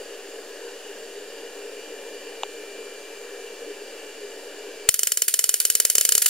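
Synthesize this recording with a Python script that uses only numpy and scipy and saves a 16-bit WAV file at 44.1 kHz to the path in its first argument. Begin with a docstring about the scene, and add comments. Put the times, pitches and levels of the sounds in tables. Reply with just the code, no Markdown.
"""A blower rushes, drones and whines in a walled garden: shaped noise under a slowly bending sine.
A switch clicks: a handful of short decaying sines. Then a spark-gap coil opens with a few heavy shocks.
It goes on firing, each time heard twice: the streamer's snap first, then the gap's bang with its echoes
and a bright scattered tail, all filtered impulses and noise.
A small stereo microphone overloads on the first bang and turns its gain down."""
import sys
import numpy as np
from scipy import signal
from scipy.io import wavfile
from scipy.ndimage import uniform_filter1d

SR = 44100
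rng = np.random.default_rng(int(sys.argv[2]) if len(sys.argv) > 2 else 0)


def field_ratio(decibels):
    """Amplitude ratio for a level in dB (20 dB per decade); scalars and array-likes work."""
    return 10 ** (np.asarray(decibels, dtype=float) / 20)


def generate_wav(sig):
    """Save sig (samples, or channels by samples) to the path in sys.argv[1] as 16-bit PCM at SR."""
    pcm = np.round(np.clip(np.atleast_2d(sig).T, -1, 1) * 32767).astype(np.int16)
    wavfile.write(sys.argv[1], SR, pcm)


N = 277389  # samples in the scene
RIGHT_LAG_S = .00003  # path difference between the two microphone ports


def read(points, hz):
    """A table value, interpolated on a log-frequency axis."""
    f, value = np.transpose(points)
    return np.interp(np.log(hz + 1), np.log(f + 1), value)


def humps(rows, hz):
    """Resonances as bell-shaped boosts and dips in dB."""
    return sum(db / (1 + (2 * (hz - f) / width) ** 2) for f, width, db in rows)


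def coloured(x, shape_db):
    """Causal filter: the phase follows from the log gain, so nothing rings ahead of its impulse."""
    hz = abs(np.fft.fftfreq(8192, 1 / SR))
    log_gain = np.log(field_ratio(shape_db(hz)))
    response = np.exp(np.conj(signal.hilbert(log_gain)))
    taps = np.fft.ifft(response).real[:4096]
    return signal.oaconvolve(x, taps[None], axes=1)[:, :N]


def train(start_s, level_db):
    """Impulses at exact moments between samples, a little later at the right port."""
    out, k = np.zeros((2, N + SR)), np.arange(-16, 17)
    for side in range(2):
        at = (np.asarray(start_s) + side * RIGHT_LAG_S)[:, None] * SR
        place = np.round(at).astype(int) + k
        pulse = np.sinc(place - at) * np.hanning(len(k))
        np.add.at(out[side], place, field_ratio(np.asarray(level_db))[:, None] * pulse)
    return out[:, :N]


# left-right likeness of diffuse sound, for the air and the scatter: frequency_hz, likeness (1 = same)
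LIKENESS = [(130, 0.95), (400, 1), (1400, 0.93), (3100, 0.82), (7000, 0.27), (15000, 0.37)]
# slope of the blower's air noise: frequency_hz, relative level_db
AIR_SLOPE = [(60, -43), (130, -42.5), (220, -20.5), (350, -8.5), (450, 0), (700, -11.5), (1200, -20.5),
             (2200, -14.5), (4000, -21), (7000, -21), (11000, -25), (15750, -33)]
# broad humps on that slope: frequency_hz, width_hz, level_db
AIR_HUMPS = [(1716, 390, 8.5), (2140, 470, -7.5), (2830, 235, 8.5), (4710, 300, 5)]
# narrow drones of the blower duct on that slope: frequency_hz, width_hz, level_db
DUCT_DRONES = [(300, 11, 11), (409, 30, 11), (432, 16, -4), (472, 40, 6), (515, 12, -6), (530, 18, 3),
               (572, 22, 5), (589, 10, -5), (605, 16, 5), (622, 12, -6)]
# blade tone, sinking overall as the motor slows: time_s, pitch_hz, rms level_db
BLADE_WHINE = [(0, 2383, -63.5), (0.9, 2380, -61), (1.6, 2376, -56), (2.75, 2363, -51.5), (3.5, 2343, -54),
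               (4.5, 2353, -57.5), (4.88, 2329, -53)]


def blower():
    """Turbulent air in soft patches, narrow duct drones, and a blade tone whose pitch slowly bends."""
    air_rms_db, patch_db = -38.5, 1.19
    frames, hz = N // 2048 + 5, np.fft.rfftfreq(8192, 1 / SR)[:, None]
    a, b, c, d, patches = rng.standard_normal((frames, len(hz), 5)).T
    patches = uniform_filter1d(patches, size=60, axis=0)  # across frequency bins
    patches = uniform_filter1d(patches, size=2, axis=1)  # across time frames
    same = np.clip(read(LIKENESS, hz), -1, 1)
    late = np.exp(-2j * np.pi * hz * RIGHT_LAG_S)
    left = a + 1j * b
    right = late * same * left + np.sqrt(1 - same ** 2) * (c + 1j * d)
    colour_db = read(AIR_SLOPE, hz) + humps(AIR_HUMPS + DUCT_DRONES, hz)
    spectrum = np.array([left, right]) * field_ratio(colour_db + patch_db * patches / patches.std())
    air = signal.istft(spectrum, nperseg=8192, noverlap=6144)[1][:, :N]
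    time_s, pitch_hz, level_db = np.transpose(BLADE_WHINE)
    t = np.arange(N) / SR
    phase = 2 * np.pi * np.cumsum(np.interp(t, time_s, pitch_hz)) / SR
    whine = np.sqrt(2) * field_ratio(np.interp(t, time_s, level_db)) * np.sin(phase)
    return field_ratio(air_rms_db) * air / air.std() + whine


# ringing modes of the switch: pitch_hz, relative level_db, t60_s
SWITCH_MODES = [(830, 1.5, 0.0085), (980, -14, 0.0065), (2930, 0.5, 0.0063), (3250, 0, 0.0061),
                (3520, -6, 0.0079), (6700, -3, 0.0033)]


def switch():
    """A plastic rocker snaps over: its modes swell within a millisecond and die in a few."""
    start_s, peak_db, rise_s = 2.4336, -10.5, .0011
    t = np.arange(2000) / SR
    ring = sum(field_ratio(db - 60 * t / t60) * np.sin(2 * np.pi * hz * t) for hz, db, t60 in SWITCH_MODES)
    ring *= np.sin(np.pi / 2 * np.minimum(t / rise_s, 1)) ** 2
    ring = signal.lfilter(*signal.butter(2, 450, "high", fs=SR), ring)
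    click = ring[None] / abs(ring).max()
    return signal.oaconvolve(train([start_s], [peak_db]), click, axes=1)[:, :N]


# the first arc breaks cold air in a few heavy shocks: start_s, level_db, shock_length_s
FIRST_SHOCKS = [(4.8892, 13, 0.000066), (4.88945, 0, 0.00016), (4.8897, 16, 0.000032),
                (4.8894, -10.5, 0.0016)]


def first_arc():
    """Pressure shocks, each a push and a longer pull."""
    out, t = np.zeros((2, N)), np.arange(400) / SR
    for start_s, level_db, length_s in FIRST_SHOCKS:
        shock = (1 - t / length_s) * np.exp(-t / length_s)
        out -= signal.oaconvolve(train([start_s], [level_db]), shock[None], axes=1)[:, :N]
    return out


# decay of the garden, before the extra fall set by each caller: frequency_hz, t60_s
GARDEN_DECAY = [(400, 0.06), (1300, 0.15), (3500, 0.26), (9000, 0.32), (14000, 0.18)]


def scatter(length_s, rise_s, extra_fall_db_per_s=1):
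    """Reflections from stone, leaves and ladder, each band dying at its own speed; left energy 1."""
    noise = rng.standard_normal((2, round(length_s * SR)))
    hz, t, z = signal.stft(noise, SR, nperseg=128)
    uneven_db = 1.6 * rng.standard_normal((len(hz) // 5, 1)).repeat(5, 0)
    left, other = z * field_ratio(uneven_db)
    same = np.clip(read(LIKENESS, hz) * 1.06, -1, 1)[:, None]
    late = np.exp(-2j * np.pi * hz * RIGHT_LAG_S)[:, None]
    right = same * left * late + np.sqrt(1 - same ** 2) * other
    decay = field_ratio(-60 * t / read(GARDEN_DECAY, hz)[:, None])
    tail = signal.istft(np.array([left, right]) * decay, SR, nperseg=128)[1]
    t = np.arange(tail.shape[1]) / SR
    lumps = uniform_filter1d(rng.standard_normal(len(t)), size=90)  # separate walls, separate clumps
    lumps_db = 2.2 * lumps / lumps.std()
    tail *= field_ratio(lumps_db - extra_fall_db_per_s * t) * np.clip(t / rise_s, 0, 1)
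    return tail / np.linalg.norm(tail[0])


# hard echoes of the gap from ground, base and wall: delay_s, level_db against the gap
GAP_ECHOES = [(.00017, -2), (.00068, -1), (.00084, -5), (.00105, -4), (.002, -11), (.0031, -12)]
# the housing of the gap rings after each bang: frequency_hz, width_hz, level_db
HOUSING_RING = [(473, 220, 9.5), (3030, 120, 10), (4405, 94, 5.5), (5340, 63, 12.5), (6410, 230, 11),
                (6960, 300, 4), (7320, 1500, 6), (7300, 200, 2), (8750, 500, 7), (10600, 130, -8),
                (11120, 400, 4)]


def gap_bang(gap, start_s, gap_db):
    """The gap sits still, so its echo delays and close scatter repeat; the housing rings along."""
    delay_s, echo_db = np.transpose(GAP_ECHOES)
    uneven_db = 1.8 * rng.standard_normal((len(start_s), len(delay_s)))
    echo_s = start_s[:, None] + delay_s
    near = gap + train(echo_s.ravel(), (gap_db[:, None] + echo_db + uneven_db).ravel())
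    close = scatter(.017, .0007, extra_fall_db_per_s=3900)
    near += field_ratio(-3) * signal.oaconvolve(gap, close, axes=1)[:, :N]
    return coloured(near, lambda hz: humps(HOUSING_RING, hz))


def streamer_snaps(start_s, streamer_db):
    """Points along the crooked channel arrive a little apart, so each snap has its own colour."""
    lead_s = .0014  # the top of the coil is nearer than the gap
    spread, drop = np.moveaxis(rng.random((len(start_s), 2, 2)), 2, 0)
    snaps = train(start_s - lead_s, streamer_db)
    part_s = start_s[:, None] - lead_s + .0003 * spread
    part_db = streamer_db[:, None] - 6 - 12 * drop
    return snaps + train(part_s.ravel(), part_db.ravel())


def far_scatter(gap, start_s, gap_db):
    """A repeating garden tail of the gap, plus a new tail per firing, stronger when the gap is weaker."""
    usual_gap_db, usual_tail_db, trade, spread_db = 16, 13, 1.05, .7
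    tail_db = usual_tail_db + trade * (usual_gap_db - gap_db)
    tail_db = tail_db + spread_db * rng.standard_normal(len(start_s))
    tails = field_ratio(-4.5) * signal.oaconvolve(gap, scatter(.3, .0046), axes=1)[:, :N]
    for when_s, level_db in zip(start_s, tail_db):
        early = scatter(.3, .00072, extra_fall_db_per_s=2300)
        tail = field_ratio(level_db) * (scatter(.3, .0034) + field_ratio(4) * early)
        part = tails[:, round(when_s * SR):][:, :tail.shape[1]]
        part += tail[:, :part.shape[1]]  # adds into tails
    return tails


# firings near peaks of the mains, levels before colouring: start_s, gap_db, streamer_db
COIL_FIRINGS = [(4.891, 21.5, 13.5), (4.9425, 15.5, 17), (4.9926, 16, 13), (5.0329, 17, 9.5),
                (5.072, 16, 14), (5.1205, 17, 17.5), (5.173, 14.5, 5.5), (5.2212, 19, 16),
                (5.2822, 10.5, 15.5), (5.3413, 17.5, 18), (5.3924, 17, 19), (5.4418, 16.5, 16),
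                (5.4927, 16.5, 17.5), (5.5415, 16.5, 13), (5.6017, 10, 6.5), (5.6527, 17.5, 18.5),
                (5.7014, 16, 19), (5.7527, 17.5, 11), (5.8018, 16.5, 20.5), (5.852, 17, 17),
                (5.9007, 16.5, 11), (5.9534, 16.5, 12), (5.9826, 18.5, 15), (6.011, 15.5, 6.5),
                (6.0515, 16, 11), (6.0908, 16, 5.5), (6.122, 16, 9), (6.1525, 16.5, 21), (6.1802, 14.5, 16),
                (6.2207, 10.5, 12), (6.2612, 9, 20.5)]
# streamer and far scatter, thinner and brighter than the bang: frequency_hz, level_db
SIZZLE_COLOUR = [(300, -5.5), (1000, 0), (3000, 1.5), (6000, 2), (7300, -1.5), (8500, 2.5), (10500, 3.5),
                 (13000, -0.5), (15500, 1)]
# colour of every firing, raised 3 dB as a whole below: frequency_hz, level_db
BANG_COLOUR = [(60, -36.5), (310, -28.5), (390, -15), (600, -11), (780, -20.5), (1250, -17), (1450, -9),
               (1800, -7.5), (2200, -10), (3000, -8.5), (4000, -8), (7200, -3.5), (11800, 1), (13500, -0.5),
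               (15700, -2)]


def coil():
    """Sparks as impulses: streamer snap, gap bang and far scatter share the colour of the bang."""
    start_s, gap_db, streamer_db = np.transpose(COIL_FIRINGS)
    gap = train(start_s, gap_db)
    bright = streamer_snaps(start_s, streamer_db) + far_scatter(gap, start_s, gap_db)
    out = gap_bang(gap, start_s, gap_db) + coloured(bright, lambda hz: read(SIZZLE_COLOUR, hz))
    return -coloured(out, lambda hz: read(BANG_COLOUR, hz) + 3)


def scene():
    """Everything that reaches the two ports."""
    return blower() + switch() + first_arc() + coil()


# cavity and ports of the microphone: frequency_hz, width_hz, level_db
MIC_RESONANCES = [(2963, 122, 4), (4530, 270, 3.5), (6340, 250, 0), (7270, 770, 7.5), (7910, 310, -12),
                  (8390, 496, 2.5), (12300, 130, -0.5)]
# balance of the ports: frequency_hz, left_over_right_db
PORT_TILT = [(100, 0), (400, 1.5), (2400, 1.9), (4400, -1.1), (9000, -0.5), (15000, 0)]


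def port_colour(dry):
    """Cavity and port resonances, with the level difference shared between left and right."""
    return np.vstack([coloured(dry[[k]], lambda hz: humps(MIC_RESONANCES, hz) + (.5 - k) * read(PORT_TILT, hz))
                      for k in range(2)])


def band_limit(x):
    """Steep lowpass: the band limit of the delivered file."""
    lowpass = signal.firwin(1001, 15780, window=("kaiser", 7), fs=SR)
    return signal.oaconvolve(x, lowpass[None], "same", axes=1)


def gain_control(x):
    """A small offset, gain that drops within milliseconds and recovers slowly, then overload."""
    offset, threshold_db, grab_s = -.0025, 2.5, .0018
    squeeze = .84  # dB of gain drop per dB over the threshold
    peak_fall_db_per_s = 4.5  # the held peak sinks slowly, so the gain recovers slowly
    x = x + offset
    fall_db = np.arange(N) * peak_fall_db_per_s / SR
    peak_db = 20 * np.log10(abs(x).max(0) + 1e-9)
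    held_db = np.maximum.accumulate(peak_db + fall_db) - fall_db
    over_db = np.maximum(held_db - threshold_db, 0)
    slow = np.exp(-1 / (grab_s * SR))
    drop_db = squeeze * signal.lfilter([1 - slow], [1, -slow], over_db)
    return np.clip(x / field_ratio(drop_db), -1, 1)


def roll_off(x):
    """The treble ends steeply here."""
    return signal.sosfilt(signal.butter(12, 16420, fs=SR, output="sos"), x)


def record(dry):
    """The scene through the small stereo microphone and its gain control, as delivered."""
    mix = gain_control(band_limit(port_colour(dry)))
    return roll_off(mix)


dry = scene()
out = record(dry)
generate_wav(out)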